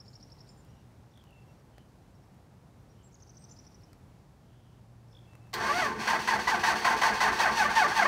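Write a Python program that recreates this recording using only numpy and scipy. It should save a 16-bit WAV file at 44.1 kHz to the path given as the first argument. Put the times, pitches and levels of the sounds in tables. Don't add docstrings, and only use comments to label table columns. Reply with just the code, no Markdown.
import sys
import numpy as np
from scipy import signal
from scipy.fft import rfft, irfft, next_fast_len
from scipy.io import wavfile
from scipy.ndimage import uniform_filter1d

SR = 44100
rng = np.random.default_rng(int(sys.argv[2]) if len(sys.argv) > 2 else 0)


def nominal_scale(level):
    x = np.asarray(level, float) / 20
    return 10 ** x


def master_out(mix):
    frames = np.transpose(np.atleast_2d(mix))
    ceiling = np.clip(frames, -1, 1)
    pcm = np.round(ceiling * 32767).astype(np.int16)
    wavfile.write(sys.argv[1], SR, pcm)


N = 355887
T = np.arange(N) / SR


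def evened(x):
    return x / np.sqrt(np.mean(x ** 2) + 1e-20)


def coloured(x, points):
    size = next_fast_len(len(x))
    hz, db = np.transpose(points)
    gain_db = np.interp(np.log(np.fft.rfftfreq(size, 1 / SR) + 1), np.log(hz + 1), db)
    return evened(irfft(rfft(x, size) * nominal_scale(gain_db), size)[:len(x)])


def ring(x, modes):
    out = np.zeros(len(x))
    for k, (hz, width, db) in enumerate(modes):
        r = np.exp(-np.pi * width / SR)
        feedback = [1, -2 * r * np.cos(2 * np.pi * hz / SR), r * r]
        out += (-1) ** k * nominal_scale(db) * signal.lfilter([1 - r, 0, r - 1], feedback, x)
    return out


def drift(hz):
    pole = np.exp(-2 * np.pi * hz / SR)
    return evened(signal.lfilter([1], [1, -2 * pole, pole ** 2], rng.standard_normal(N)))


def add(mix, s, sound):
    at = round(s * SR)
    part = mix[max(at, 0):][:len(sound) + min(at, 0)]
    part += sound[max(-at, 0):][:len(part)]


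def sine(hz):
    return np.sqrt(2) * np.sin(2 * np.pi * np.cumsum(hz) / SR)


def yard_air():
    # (frequency [Hz], level [dB per Hz])
    wash_colour = [(15, -43), (25, -44), (44, -8), (82, -5.5), (119, -3), (194, -9.5), (228, -12.5),
                   (261, -14.5), (459, -20), (555, -21), (831, -22), (1240, -28.5), (3030, -38.5),
                   (5480, -40), (15700, -50.5)]
    # (time [s], swell [dB], level of the engine hum [dB])
    traffic = [
        (0, 0.5, -70),
        (1, 0.5, -61),
        (2, 0.5, -84),
        (3, -0.5, -76),
        (3.9, 1, -79),
        (4.5, -1.5, -63.5),
        (5.5, 0, -56),
        (8.1, 0.5, -81),
    ]
    s, swell_db, hum_db = np.transpose(traffic)
    wash_db = -56 + np.interp(T, s, swell_db) + 0.51 * drift(hz=1.4)
    wash = coloured(rng.standard_normal(N), wash_colour) * nominal_scale(wash_db)
    hum_level = nominal_scale(np.interp(T, s, hum_db) + 2.0 * drift(hz=2.3))
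    return wash + hum_level * sine(119.3 + 1.506 * drift(hz=2.63))


def syllable(db, hz):
    t = np.arange(-.03, .016, 1 / SR)
    roughness = evened(uniform_filter1d(rng.standard_normal(len(t)), size=40))
    buzz = 0.32 + .6 * np.cos(2 * np.pi * 420 * t) + 0.3 * roughness
    lead = sine(hz * (.8 + 0.227 * np.clip((t + .027) / .019, 0, 1) ** 2)) * buzz
    lead *= nominal_scale(-6.5) * np.clip((t + 0.034) / 0.015, 0, 1) ** 1.5 * np.clip((-.007 - t) / 0.0049, 0, 1)

    drop = .2 * max(hz - 5100, 0) / 1000
    climbing = 0.36 * (abs(.0055 - t) / 0.0115) ** 1.8
    falling = drop * ((t - .0055) / 0.0072) ** 2
    sweep = hz * (1 - np.where(t < .0055, climbing, falling))
    rise = .12 * np.clip((t + .009) / .006, 0, 1) + np.clip((t + 0.0016) / 0.0018, 0, 1)
    dip = 1 - .45 * np.exp(-((t - .0045) / 0.00097) ** 2)
    fade = nominal_scale(-500 * np.maximum(t, 0)) * np.clip((.0145 - t) / .003, 0, 1)
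    return nominal_scale(db - 4.5) * (lead + sine(np.maximum(sweep, 500)) * rise * dip * fade)


def glide(length, db, start_hz, middle_hz, end_hz):
    u = np.linspace(0, 1, round(length * SR))
    hz = np.polyval(np.polyfit([0, .5, 1], [start_hz, middle_hz, end_hz], 2), u)
    flutter = nominal_scale(3.5 * evened(uniform_filter1d(rng.standard_normal(len(u)), size=300)))
    return nominal_scale(db) * sine(hz) * flutter * signal.windows.tukey(len(u), .4)


def thin_whistle(length, db, hz):
    t = np.arange(0, length, 1 / SR)
    on, off = np.clip(t / 0.0135, 0, 1), np.clip((length - t) / .009, 0, 1)
    bend = 1 - 0.24 * (1 - on) ** 2 - .25 * (1 - off) ** 2
    flutter = 1 + 0.31 * np.sin(2 * np.pi * 70 * t)
    return nominal_scale(db) * sine(hz * bend) * (0.13 + 0.65 * on * off) * flutter


def birds():
    # (time [s], peak level [dB], top pitch [Hz])
    trill = [(.003, -46, 5620), (.081, -49.5, 5440), (0.155, -47, 5650), (.228, -47.5, 5750),
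             (.32, -49, 5610), (.406, -50, 5600), (.492, -52.5, 5380),
             (3.144, -53.5, 6900), (3.224, -51, 6440), (3.295, -51.5, 6300), (3.37, -50, 6230),
                   (3.441, -49, 6160), (3.513, -48.5, 6300), (3.589, -49, 5930), (3.667, -51, 5960),
                   (3.745, -54, 5970), (3.835, -57, 5730)]
    # (time [s], length [s], level [dB], pitch [Hz])
    whistles = [(3.028, 0.056, -65, 7600), (3.377, .07, -69, 8270), (3.494, .05, -61, 7200),
                (2.888, 0.041, -72, 5700), (0.676, 0.046, -75, 5700), (0.756, .07, -81, 5700),
                (1.468, 0.083, -82, 5680), (1.57, 0.045, -79, 5630), (2.138, 0.035, -73, 5570),
                (2.221, .03, -75, 5600), (3.705, .03, -82, 7250)]
    # (time [s], length [s], level [dB], top pitch [Hz])
    arches = [(0.478, .055, -73, 7300), (0.468, 0.058, -76, 8700), (.565, .053, -73, 7300),
              (.565, .05, -81, 8800), (1.108, .012, -77, 5600), (5.08, .01, -78, 5500),
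              (5.12, .012, -67, 5350)]
    # (time [s], length [s], level [dB], pitch [Hz])
    low_notes = [(1.318, 0.13, -72, 2690), (1.469, 0.072, -78, 2700), (5.262, .13, -71.5, 2660),
                 (5.387, 0.13, -77, 2620)]
    # (time [s], number of chips, level [dB], first pitch [Hz])
    rattles = [
        (1.119, 5.6, -63, 3640),
        (1.233, 5.9, -68, 3050),
        (5.13, 4.5, -57.5, 3550),
        (5.233, 2, -62, 3380),
    ]
    # (time [s], length [s], level [dB], pitch [Hz], width [Hz])
    far_calls = [(0.597, .27, -79, 2850, 500), (2.92, 0.16, -79, 3000, 300), (3.872, 0.052, -80, 3000, 100),
                 (4.4, 0.47, -79, 3100, 600), (0.018, 0.18, -77, 6900, 900), (1.704, .15, -76, 3030, 300),
                 (5.092, 0.093, -77, 5300, 500)]
    mix = np.zeros(N)
    for s, db, hz in trill:
        add(mix, s - .03, syllable(db, hz))
    for s, length, db, hz in whistles:
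        add(mix, s, thin_whistle(length, db, hz))
    for s, length, db, hz in arches:
        add(mix, s, glide(length, db, .92 * hz, hz, .93 * hz))
    for s, length, db, hz in low_notes:
        add(mix, s, glide(length, db, 1.01 * hz, hz, .995 * hz))
    for s, count, db, first_hz in rattles:
        for k in range(round(count)):
            hz = first_hz * (1 - 0.0217 * k)
            chip = glide(0.008 + 0.001 * k, db - 12 / (1 + k), 0.95 * hz, hz, 1.07 * hz)
            add(mix, s + k * 0.018, chip)
    for s, length, db, hz, width in far_calls:
        noise = rng.standard_normal(round(length * SR))
        blur = ring(ring(noise, [(hz, width, 0)]), [(hz, width, 0)])
        add(mix, s, nominal_scale(db) * evened(blur) * signal.windows.tukey(len(blur), .6))

    t = np.arange(SR) / SR
    echo_t60 = 0.6
    echoes = rng.choice([-1., 1.], SR) * (rng.random(SR) < 1500 / SR)
    echoes *= nominal_scale(-60 * t / echo_t60) * (t > .012)
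    return mix + nominal_scale(-9) * signal.fftconvolve(mix, echoes / np.linalg.norm(echoes))[:N]


def ticks():
    # (time [s], peak level [dB], tilt [dB per octave])
    snaps = [(.1034, -62, -1.5), (.6479, -57, -1.5), (1.1747, -57, -3), (1.239, -56, -4),
             (1.3064, -65, 1.1), (1.7816, -47.5, -6), (2.3444, -67, 2.1), (3.8192, -66, -1.5),
             (3.931, -52, -3.5), (5.334, -54.5, -7), (5.3527, -50, -5), (5.471, -58, -6)]
    mix, t = np.zeros(N), np.arange(2048) / SR
    tick_t60 = .016
    for s, db, tilt_db in snaps:
        snap = coloured(rng.standard_normal(len(t)), [(200, -40), (500, -3 * tilt_db), (16000, 2 * tilt_db)])
        add(mix, s, nominal_scale(db - 1.0 - 60 * t / tick_t60) * snap)
    return mix


def solenoid():
    # (time [s], level [dB], time to fade by 60 dB [s])
    throws = [
        (5.531, -42, 0.028),
        (5.538, -29.5, 0.1),
    ]
    # (frequency [Hz], width [Hz], level [dB])
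    clack_modes = [(1830, 240, 11), (4380, 900, 8.5), (8500, 2100, -7), (14100, 2700, -8)]
    mix, t = np.zeros(N), np.arange(8000) / SR
    for s, db, t60 in throws:
        clack = evened(ring(rng.standard_normal(len(t)), clack_modes))
        add(mix, s, nominal_scale(db - 60 * t / t60) * clack)
    return mix


def crank():
    # (time [s], tooth rate [Hz], load [dB], clean share [0-1])
    spin_up = [
        (5.531, 280, -38.5, 0.01),
        (5.645, 525.7, -28, 0.02),
        (5.712, 574, -27.5, 0.82),
        (5.75, 696, -26.5, .8),
        (5.795, 755, -25, 0.82),
        (5.85, 574.8, -25.5, 0.72),
        (5.895, 520, -35, 0.1),
        (5.95, 600, -41.5, .2),
        (6.06, 955, -36, 0.1),
    ]
    # (time [s], load [dB], rise [s], slap after the top [dB])
    strokes = [(6.072, -25, .0041, -37), (6.273, -25.5, .0035, -33), (6.472, -25.5, .0048, -41),
               (6.633, -23.5, .0069, -31), (6.846, -23.5, .003, -47), (7.014, -24, .004, -29),
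               (7.203, -23.5, .0038, -33), (7.386, -24, .0098, -36.5), (7.555, -24, 0.024, -33),
               (7.749, -23.5, .015, -42.5), (7.951, -23.5, 0.023, -47)]
    s, *columns = np.transpose(spin_up)
    hz, load_db, clean = (np.interp(T, s, c) for c in columns)
    hz = uniform_filter1d(hz, size=900)
    early = (T > s[0]) * (T < strokes[0][0] + .01)
    coasting = nominal_scale(-41.5) * (T > strokes[0][0])
    hiss_db = -12.5
    load, rush = nominal_scale(load_db) * early + coasting, nominal_scale(load_db + hiss_db) * early

    start_hz, slowest_s, clean_share = (1051.4, 913), (.078, .1), (0.29, 0.73)
    starts, _, rises, _ = np.transpose(strokes)
    tops_hz, slows, shares = (np.interp(rises, [0, .015], pair) for pair in (start_hz, slowest_s, clean_share))
    nexts = zip([*starts[1:], starts[-1] + .19], [*tops_hz[1:], tops_hz[-1]])
    sag, let_go_t60 = .38, 0.19
    first_top_s = 5.99
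    slaps = [(first_top_s, -36, -45)]  # (s, slap dB, valve blow dB)
    for (s, db, rise, slap_db), top_hz, slow, share, (later, later_hz) in zip(strokes, tops_hz, slows, shares, nexts):
        u = T - s
        progress = np.clip(u / slow, 0, 1)
        slowing = top_hz * (1 - sag * progress ** 2.1)
        speeding = np.interp(T, [s + slow, later], [0, later_hz - top_hz * (1 - sag)])
        hz = np.where(u >= 0, slowing + speeding, hz)
        clean = np.where(u >= 0, share * np.interp(u, [slow, slow + 0.024], [1, .3]), clean)
        grip, past = np.clip(u / max(rise, .002), 0, 1), np.clip(u - slow, 0, 1)
        knock = nominal_scale(-1.5) * 0.0052 / max(rise, .002) * (u > 0) * np.exp(-abs(u) / 0.0043)
        load += grip * nominal_scale(db - 2.575 * progress - 60 * past / let_go_t60) + nominal_scale(db) * knock
        rush += grip * nominal_scale(db + hiss_db - 1.8 * progress - 60 * past / 0.25)
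        slaps.append((s + rise + 0.11, slap_db, db - 18))

    shudder = (T < first_top_s) * 0.62
    slap_s = 0.027
    for s, db, blow_db in slaps:
        load += nominal_scale(db) * np.interp(T, [s, s + 0.0018, s + slap_s, s + 2 * slap_s], [0, 0.69, 0.25, 0.079])
        rush += nominal_scale(blow_db) * np.interp(T, [s, s + 0.013, s + 0.11, s + 0.14], [0, 1, 1, 0])
        shudder = np.maximum(shudder, np.interp(T, [s - .12, s + 0.011, s + 0.057], [0, 1, 0]))
    return hz, load, np.clip(clean, 0, 1), rush, shudder


def starter():
    # (frequency [Hz], width [Hz], level [dB])
    housing_modes = [(728, 82, -8), (861, 17, 4.5), (902.5, 15.4, 3), (1042, 21.6, 6.5), (1156, 39, -1),
                     (1523, 59, 2), (1650, 45, -3), (1793, 40, -0.5), (1993, 103, -8), (2198, 40, -5),
                     (2524, 22, -12.5)]
    cover_modes = [(2620, 70, -5), (3200, 80, -5), (4330, 90, 1), (4630, 90, 0), (5500, 150, -7),
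                   (6200, 200, -8)]
    frame_modes = [(52, 12, -7), (212, 18.5, 0), (365.5, 21, 0.5), (430.3, 8.5, 2.5), (499, 17, -3),
                   (151, 165, -11)]
    # (frequency [Hz], level [dB per Hz])
    grind_colour = [(180, -52), (300, -35), (361, -23), (560, -12), (877, -7.5), (1270, -9.5), (1560, -10),
                    (2180, -19.5), (4000, -27), (5200, -59), (8800, -120)]
    hiss_colour = [(1470, -16), (2500, 0), (2980, -3.5), (3870, -6), (4520, -6), (4880, -7.5), (6000, -7),
                   (7330, -16), (8100, -14.5), (11400, -23.5), (15700, -24.5)]
    hz, load, clean, rush, shudder = crank()
    turns = np.cumsum(hz * (1 + 0.017 * drift(hz=60))) / SR
    overtones_db = [1.16, 1.8, 1.6, 0.5, 0.6]
    teeth = sum(np.cos(2 * np.pi * k * turns) * nominal_scale(db) for k, db in enumerate(overtones_db, 1))
    teeth *= (1 + 0.45 * np.cos(2 * np.pi * turns / 22)) * nominal_scale(2.4 * drift(hz=60))
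    scrape = rng.standard_normal(N) * (0.49 + np.exp(-(turns % 1) / 0.2)) * nominal_scale(1.9 * drift(hz=123))
    drive = load * (np.sqrt(clean) * evened(teeth) * nominal_scale(-8) + np.sqrt(1 - clean) * evened(scrape))
    ringing = evened(ring(drive, housing_modes))
    grind = evened(ringing + nominal_scale(-7.0) * coloured(drive, grind_colour)) * np.std(load)

    fizz = rush * evened(rng.standard_normal(N) * nominal_scale(0.9 * drift(hz=160)))
    covers = evened(ring(rush * rng.standard_normal(N), cover_modes))
    hiss = evened(coloured(fizz, hiss_colour) + nominal_scale(-5) * covers) * np.std(fizz)

    drone_level = np.clip((T - 5.534) / 0.0074, 0, 1) * nominal_scale(-46.5 + 7.5 * shudder)
    return grind + hiss + drone_level * evened(ring(rng.standard_normal(N), frame_modes))


def scene():
    return (yard_air() + birds() + ticks() + solenoid() + starter())[None]


def band_limit(x):
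    return signal.sosfilt(signal.butter(12, 15830, fs=SR, output="sos"), x)


def record(dry):
    treble_cut = signal.firwin(511, 15780, window=("kaiser", 9), fs=SR)
    mix = signal.oaconvolve(dry, treble_cut[None], "same")
    return band_limit(mix)


dry = scene()
out = record(dry)
master_out(out)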